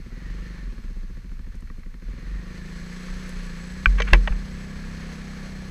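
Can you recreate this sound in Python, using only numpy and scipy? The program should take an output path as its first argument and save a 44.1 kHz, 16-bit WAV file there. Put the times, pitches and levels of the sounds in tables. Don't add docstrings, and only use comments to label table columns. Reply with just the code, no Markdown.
import sys
import numpy as np
from scipy import signal
from scipy.fft import rfft, irfft
from scipy.io import wavfile
from scipy.ndimage import uniform_filter1d

SR = 44100
rng = np.random.default_rng(int(sys.argv[2]) if len(sys.argv) > 2 else 0)


def int16_out(signal):
    q = np.round(np.clip(np.atleast_2d(signal).T, -1, 1) * 32767)
    wavfile.write(sys.argv[1], SR, q.astype(np.int16))


N = 251370
T = np.arange(N) / SR
FREQ = np.fft.rfftfreq(N, 1 / SR) + 1e-3


def undb(db):
    return 10 ** (np.asarray(db) / 20)


def unit(x):
    return x / np.sqrt(np.mean(x ** 2))


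def curves(rows):
    s, *columns = np.transpose(rows)
    return [np.interp(T, s, column) for column in columns]


def filtered(x, response):
    return irfft(rfft(x) * response, N)


def colour(points):
    hz, db = np.transpose(points)
    return undb(np.interp(np.log(FREQ), np.log(hz), db))


def resonance(hz, width):
    return 1 / (1 + 1j * (FREQ / hz - hz / FREQ) * hz / width)


def band(x, low_hz, high_hz, order=2):
    edges = np.clip([low_hz, max(high_hz, 1.1 * low_hz)], 10, .45 * SR)
    sos = signal.butter(order, edges, "band", fs=SR, output="sos")
    return signal.sosfilt(sos, x)


def walk(rate):
    hold = int(SR / rate)
    steps = np.repeat(rng.standard_normal(N // hold + 1), hold)
    smooth = uniform_filter1d(uniform_filter1d(steps, hold), hold)
    return unit(smooth[:N])


def hump(centre_s, length_s):
    return np.exp(-(2 * (T - centre_s) / length_s) ** 2)


def add(out, start, sound):
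    i = int(start * SR)
    out[i:i + len(sound)] += sound[:N - i]


def pulses(turns, place, jitter_s, scatter_db):
    cycles = np.arange(1, int(turns[-1]) + 1) + place
    chance = rng.standard_normal((len(cycles), 2))
    at = (np.interp(cycles, turns, T) + jitter_s * chance[:, 0]) * SR
    inside = (at > 1) & (at < N - 200)
    strength = undb(scatter_db * chance[inside, 1])
    return np.bincount(at[inside].astype(int), strength, N)


def sing(hz, width_hz):
    flutter = filtered(rng.standard_normal(N), 1 / (1 + (2 * FREQ / width_hz) ** 2))
    return unit(flutter * np.sin(2 * np.pi * np.cumsum(hz) / SR))


def ring(modes, t):
    return unit(sum(undb(db) * np.sin(2 * np.pi * hz * t) * 1000 ** (-t / t60) for hz, db, t60 in modes))


def hiss():
    return undb(-73.5) * unit(band(rng.standard_normal(N), 5000, 18000, order=1))


# (place in the cycle [0-1], relative level [dB])
GAS_PUFFS = [(.0, -7), (0.152, 5), (0.314, -14.5)]
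# (centre [Hz], width of one pass [Hz], relative level extrapolated to load 2 [dB], rise per unit of load [dB])
SILENCER_MODES = [(146.4, 74, -25, -5.5), (174.5, 39.5, 9, 11), (225, 33, -15.5, -1.5),
                  (343, 85, -19.5, 1.5), (457, 103, -20, 5.5)]
EXHAUST_DB, EXHAUST_OCTAVE_DB, EXHAUST_LOAD_DB = -37.5, 5.5, 4


def exhaust(turns, octaves, load):
    db = EXHAUST_DB + EXHAUST_OCTAVE_DB * octaves + EXHAUST_LOAD_DB * (load - 1)
    puffs = sum(undb(puff_db) * pulses(turns, place, jitter_s=.00005, scatter_db=.6)
                for place, puff_db in GAS_PUFFS)
    sound = sum(filtered(puffs * undb(mode_db + rise_db * (load - 2)), resonance(f, width) ** 2)
                for f, width, mode_db, rise_db in SILENCER_MODES)
    sound = band(sound, 80, 562, order=4)
    energy = np.cumsum(sound ** 2)
    before, after = (np.interp(turns + k, turns, np.arange(N)).astype(int) for k in (-1, 1))
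    power = (energy[after] - energy[before]) / (after - before)
    return sound / np.sqrt(power + 0.0012 * power.mean()) * undb(db)


# (place in the cycle [0-1], relative level [dB])
VALVE_TAPS = [(0.138, 8), (0.831, 6.5)]
# (frequency [Hz], relative level [dB per Hz])
CASING_COLOUR = [(400, 4.5), (520, -5), (600, -10), (740, -10.5), (1000, -7), (1500, -4), (2200, -3),
                 (2800, -10), (3800, -12.5), (4800, -12), (6500, -18.5), (8000, -21.5), (8800, -27),
                 (11500, -32.5), (15000, -36.5)]
# (centre [Hz], width [Hz], level against the colour [dB])
CASING_MODES = [(513, 68, 0.5), (1128, 31, -1), (1740, 123, -3.5), (4225, 140, 3.5), (6440, 690, 0.5),
                (7670, 360, -2), (10160, 630, 3.5)]
GEAR_DB, GEAR_OCTAVE_DB = -49, 9
TREBLE_DB, TREBLE_LOAD_DB, TREBLE_OCTAVE_DB = -11, 6, -3.5


def gear(turns, hz, octaves, load):
    db = GEAR_DB + GEAR_OCTAVE_DB * octaves + 2.5 * hump(centre_s=3.24, length_s=.88)
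    treble_db = TREBLE_DB + TREBLE_OCTAVE_DB * octaves + TREBLE_LOAD_DB * (load - .5)
    cycle_swell_db = np.cos(2 * np.pi * (turns - .41)) * hz / hz.max()
    rush = undb(cycle_swell_db + 0.8 * walk(45)) * rng.standard_normal(N)
    taps = sum(undb(tap_db) * pulses(turns, place, jitter_s=.0005, scatter_db=2)
               for place, tap_db in VALVE_TAPS)
    tails = signal.lfilter([1], [1, -np.exp(-1 / (0.0048 * SR))], taps)
    buzz = tails * rng.standard_normal(N)
    clatter = unit(band(buzz, 530, 2350, order=1)) * undb(-16.5) * (hz.max() / hz) ** 0.96
    rings = 1 + sum(undb(ring_db) * resonance(f, width) for f, width, ring_db in CASING_MODES)
    hollow = 1 - .75 * resonance(7150, 500)
    sound = filtered(rush + clatter, colour(CASING_COLOUR) * rings * hollow)
    sound = band(sound, 470, 18000, order=4)
    sound = sound / np.std(band(sound, 900, 3000, order=6))
    treble = filtered(sound, 1 / (1 + (3800 / FREQ) ** 4))
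    lift = undb(treble_db) / np.std(band(sound, 5000, 12000, order=6))
    return undb(db) * (sound + (lift - 1) * treble)


# (frequency [Hz], relative level [dB per Hz])
MOUNT_COLOUR = [(12, -32), (26, -1), (42, -6.5), (55, -10.5), (80, -12.5), (130, -2), (300, 3), (600, -58)]
# (time [s], level [dB])
CRANK_HUM = [(2.2, -41), (3.0, -62), (3.7, -43.5), (4.45, -41), (5.0, -46.5), (5.7, -44)]
SHAKE_DB, SHAKE_OCTAVE_DB, SHAKE_PATCHY_DB = -37.5, -1.5, 1.5
JIGGLE_DB = 4.5


def shake(turns, hz, octaves):
    db = SHAKE_DB + SHAKE_OCTAVE_DB * octaves + SHAKE_PATCHY_DB * walk(8)
    crank_db, = curves(CRANK_HUM)
    mount = colour(MOUNT_COLOUR)
    throb = sum(np.interp(order * hz, FREQ, mount) * np.cos(2 * np.pi * order * (turns - .22))
                for order in range(1, 8))
    throb = filtered(throb, 1 / (1 + (FREQ / 75) ** 6))
    jiggle = band(filtered(rng.standard_normal(N), mount), 14, 66, order=3)
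    sway = unit(throb) + undb(JIGGLE_DB) * unit(jiggle)
    power = uniform_filter1d(uniform_filter1d(sway ** 2, SR // 8), SR // 8)
    sway = sway / np.sqrt(power)
    crank = np.sqrt(2) * np.sin(4 * np.pi * turns)
    return sway * undb(db) + crank * undb(crank_db)


# (time [s], hold [s], level [dB], fade [dB per s])
BELT_CHAFES = [(.05, 0.58, -57, 118), (2.132, 1, -56, 1.5)]
CHAFE_ATTACK_S, CHAFE_START_HZ, CHAFE_END_HZ, CHAFE_SETTLE_S = 0.14, 2013, 1698, .4


def belt():
    out = np.zeros(N)
    for start, hold_s, db, fade_db in BELT_CHAFES:
        age = np.maximum(T - start, 0)
        hz = CHAFE_END_HZ + (CHAFE_START_HZ - CHAFE_END_HZ) * np.exp(-age / CHAFE_SETTLE_S)
        swell = np.minimum(age / CHAFE_ATTACK_S, 1)
        fade = undb(db - fade_db * np.maximum(age - hold_s, 0))
        out += swell * fade * sing(hz, width_hz=140)
    return out


# (time of the middle [s], length [s], level [dB], frequency [Hz])
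MOUNT_SWELLS = [(0.341, 0.15, -28.5, 44), (0.702, 0.12, -32, 42), (0.999, 0.28, -32, 29.9),
                (2.09, 0.11, -31.5, 40.5), (2.329, 0.16, -26, 45.7), (3.117, 0.062, -28, 29.8),
                (3.425, 0.17, -30.5, 31.7)]


def mount_swells():
    out = np.zeros(N)
    for middle, length_s, db, hz in MOUNT_SWELLS:
        swing = np.sqrt(2) * np.sin(2 * np.pi * (hz * (T - middle) + rng.random()))
        out += undb(db) * hump(middle, length_s) * swing
    return out


# (time [s], relative level [dB])
TWIG_TICKS = [(1.554, -63), (1.606, -61), (3.28, -59), (3.292, -50), (3.464, -56), (3.672, -60),
              (3.722, -58)]


def ticks():
    out, t = np.zeros(N), T[:SR // 20]
    for start, db in TWIG_TICKS:
        add(out, start, undb(db + 12) * rng.standard_normal(len(t)) * np.exp(-t / 0.0031))
    return band(out, 5000, 10100)


# (time [s], level over 10 ms [dB], scrape length [s], low edge [Hz], high edge [Hz], struck spot's pitch [Hz])
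HOUSING_KNOCKS = [(1.673, -54.5, 0.00084, 890, 2070, 1440), (1.7005, -47, 0.00064, 920, 2020, 1230),
                  (1.833, -52.5, .001, 890, 2370, 1290), (3.8583, -11, 0.00062, 1170, 3130, 1535),
                  (3.98, -30, 0.0064, 900, 4100, 1700), (4.001, -21.5, 0.0027, 470, 4400, 1020),
                  (4.02, -24.5, 0.0016, 1580, 5730, 2000), (4.1333, -9.5, 0.0013, 252, 3600, 1732),
                  (4.139, -18.5, 0.0045, 165, 3160, 710), (4.275, -23.5, 0.002, 595, 3080, 1870),
                  (4.321, -40, 0.0024, 900, 2500, 1730)]
# (frequency [Hz], relative level [dB], t60 [s])
HOUSING_MODES = [(182, 4, 0.11), (347, -8, 0.095), (476, -9, 0.2), (615, 10, 0.018), (830, -12, 0.049),
                 (980, -20, 0.056), (1143, 1.5, 0.039), (1320, -11, 0.0038), (1653, 1, 0.023),
                 (1940, 11, 0.0078), (2160, -13, 0.061), (2306, 4, 0.034), (2600, 3, 0.015),
                 (3010, -7.5, 0.029), (4280, -16, 0.033), (5230, -12, 0.03), (6270, 4, 0.021),
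                 (7400, -30, 0.013)]
RING_DB, SPOT_DB = 5, 3.5
SOFTEN_DB, HARD_S = 6.5, 0.0011
SPOT_RATIO, SPOT_T60_S = 1.55, 0.028


def knocks():
    out, t = np.zeros(N), T[:SR // 6]
    body = ring(HOUSING_MODES, t)
    for start, db, length_s, low_hz, high_hz, spot_hz in HOUSING_KNOCKS:
        grit = rng.standard_normal(len(t)) * t * np.exp(-t / length_s)
        rung_grit = signal.fftconvolve(grit, body)[:len(t)]
        scrape = unit(band(grit, 510, 1870, order=1)) + undb(4.5) * unit(rung_grit)
        spot = ring([(spot_hz, 0, SPOT_T60_S), (SPOT_RATIO * spot_hz, 0, SPOT_T60_S)], t)
        hardness = undb(-SOFTEN_DB * np.log2(max(length_s / HARD_S, 1)))
        ringing = hardness * (undb(RING_DB) * body + undb(SPOT_DB) * spot)
        sound = band(ringing + scrape, low_hz, high_hz, order=3)
        add(out, start, undb(db) * sound / np.linalg.norm(sound) * np.sqrt(0.01 * SR))
    return out


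WHISTLE_HZ, WHISTLE_DB, WHISTLE_LOAD_DB = 7790, -64.5, 28


def whistle(load):
    db = WHISTLE_DB + WHISTLE_LOAD_DB * (load - 1) + 2 * walk(4.42)
    return undb(db) * sing(WHISTLE_HZ + 30 * walk(2.7), width_hz=150)


ROLL_S, ROLL_RISE_S, ROLL_DB = 3.6, 0.79, -59.5


def tyres():
    rolling = np.clip((T - ROLL_S) / ROLL_RISE_S, 0, 1)
    rumble = unit(band(rng.standard_normal(N), 486, 810))
    return rolling * undb(ROLL_DB + 2 * walk(27)) * rumble


# (time [s], starting amplitude [dB], frequency [Hz], t60 [s])
MOUNT_JOLTS = [(3.868, -9, 44.23, 0.94), (4.127, -2, 42.66, 0.46), (4.306, -11, 40.2, 0.28)]


def wobble():
    out, t = np.zeros(N), T[:SR]
    for start, db, hz, t60 in MOUNT_JOLTS:
        add(out, start, -undb(db) * np.sin(2 * np.pi * hz * t) * np.exp(-np.log(1000) * t / t60))
    return out


def rub():
    scuff = unit(band(rng.standard_normal(N), 1000, 2650, order=3)) * undb(4 * walk(120))
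    return undb(-40) * hump(centre_s=4.1, length_s=.086) * scuff


# (time [s], firings per second [Hz])
ENGINE_SPEED = [(0.0, 16.72), (0.09, 16.67), (0.21, 23.41), (0.42, 25.44), (0.58, 24.07), (0.73, 17.93),
                (1.02, 14.66), (1.35, 13.24), (2.0, 12.22), (2.1, 20.14), (2.32, 25.0), (3.0, 30.24),
                (3.22, 30.96), (3.52, 28.32), (3.88, 32.26), (4.68, 32.32), (4.92, 33.54), (5.7, 31.57)]
# (time [s], load [0-1])
ENGINE_LOAD = [(0, 0), (.4, 0.16), (.8, 0.18), (1.9, 0), (2.3, 0.03), (2.7, 0.8), (3.1, 0.87), (3.6, 0.92),
               (5.7, 0.81)]
CRUISE_HZ, START_TURN = 30, .11


def scene():
    hz, = curves(ENGINE_SPEED)
    load, = curves(ENGINE_LOAD)
    turns = START_TURN + np.cumsum(hz) / SR
    octaves = np.log2(hz / CRUISE_HZ)
    engine = exhaust(turns, octaves, load) + gear(turns, hz, octaves, load) + belt() + whistle(load)
    camera = shake(turns, hz, octaves) + mount_swells() + knocks() + wobble() + rub()
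    return (hiss() + engine + camera + ticks() + tyres())[None]


TOP_HZ = 15300


def record(dry):
    clipped = np.clip(dry, -.95, .95)
    top_cut = signal.ellip(10, .2, 80, TOP_HZ, fs=SR, output="sos")
    return signal.sosfilt(top_cut, clipped)


dry = scene()
out = record(dry)
int16_out(out)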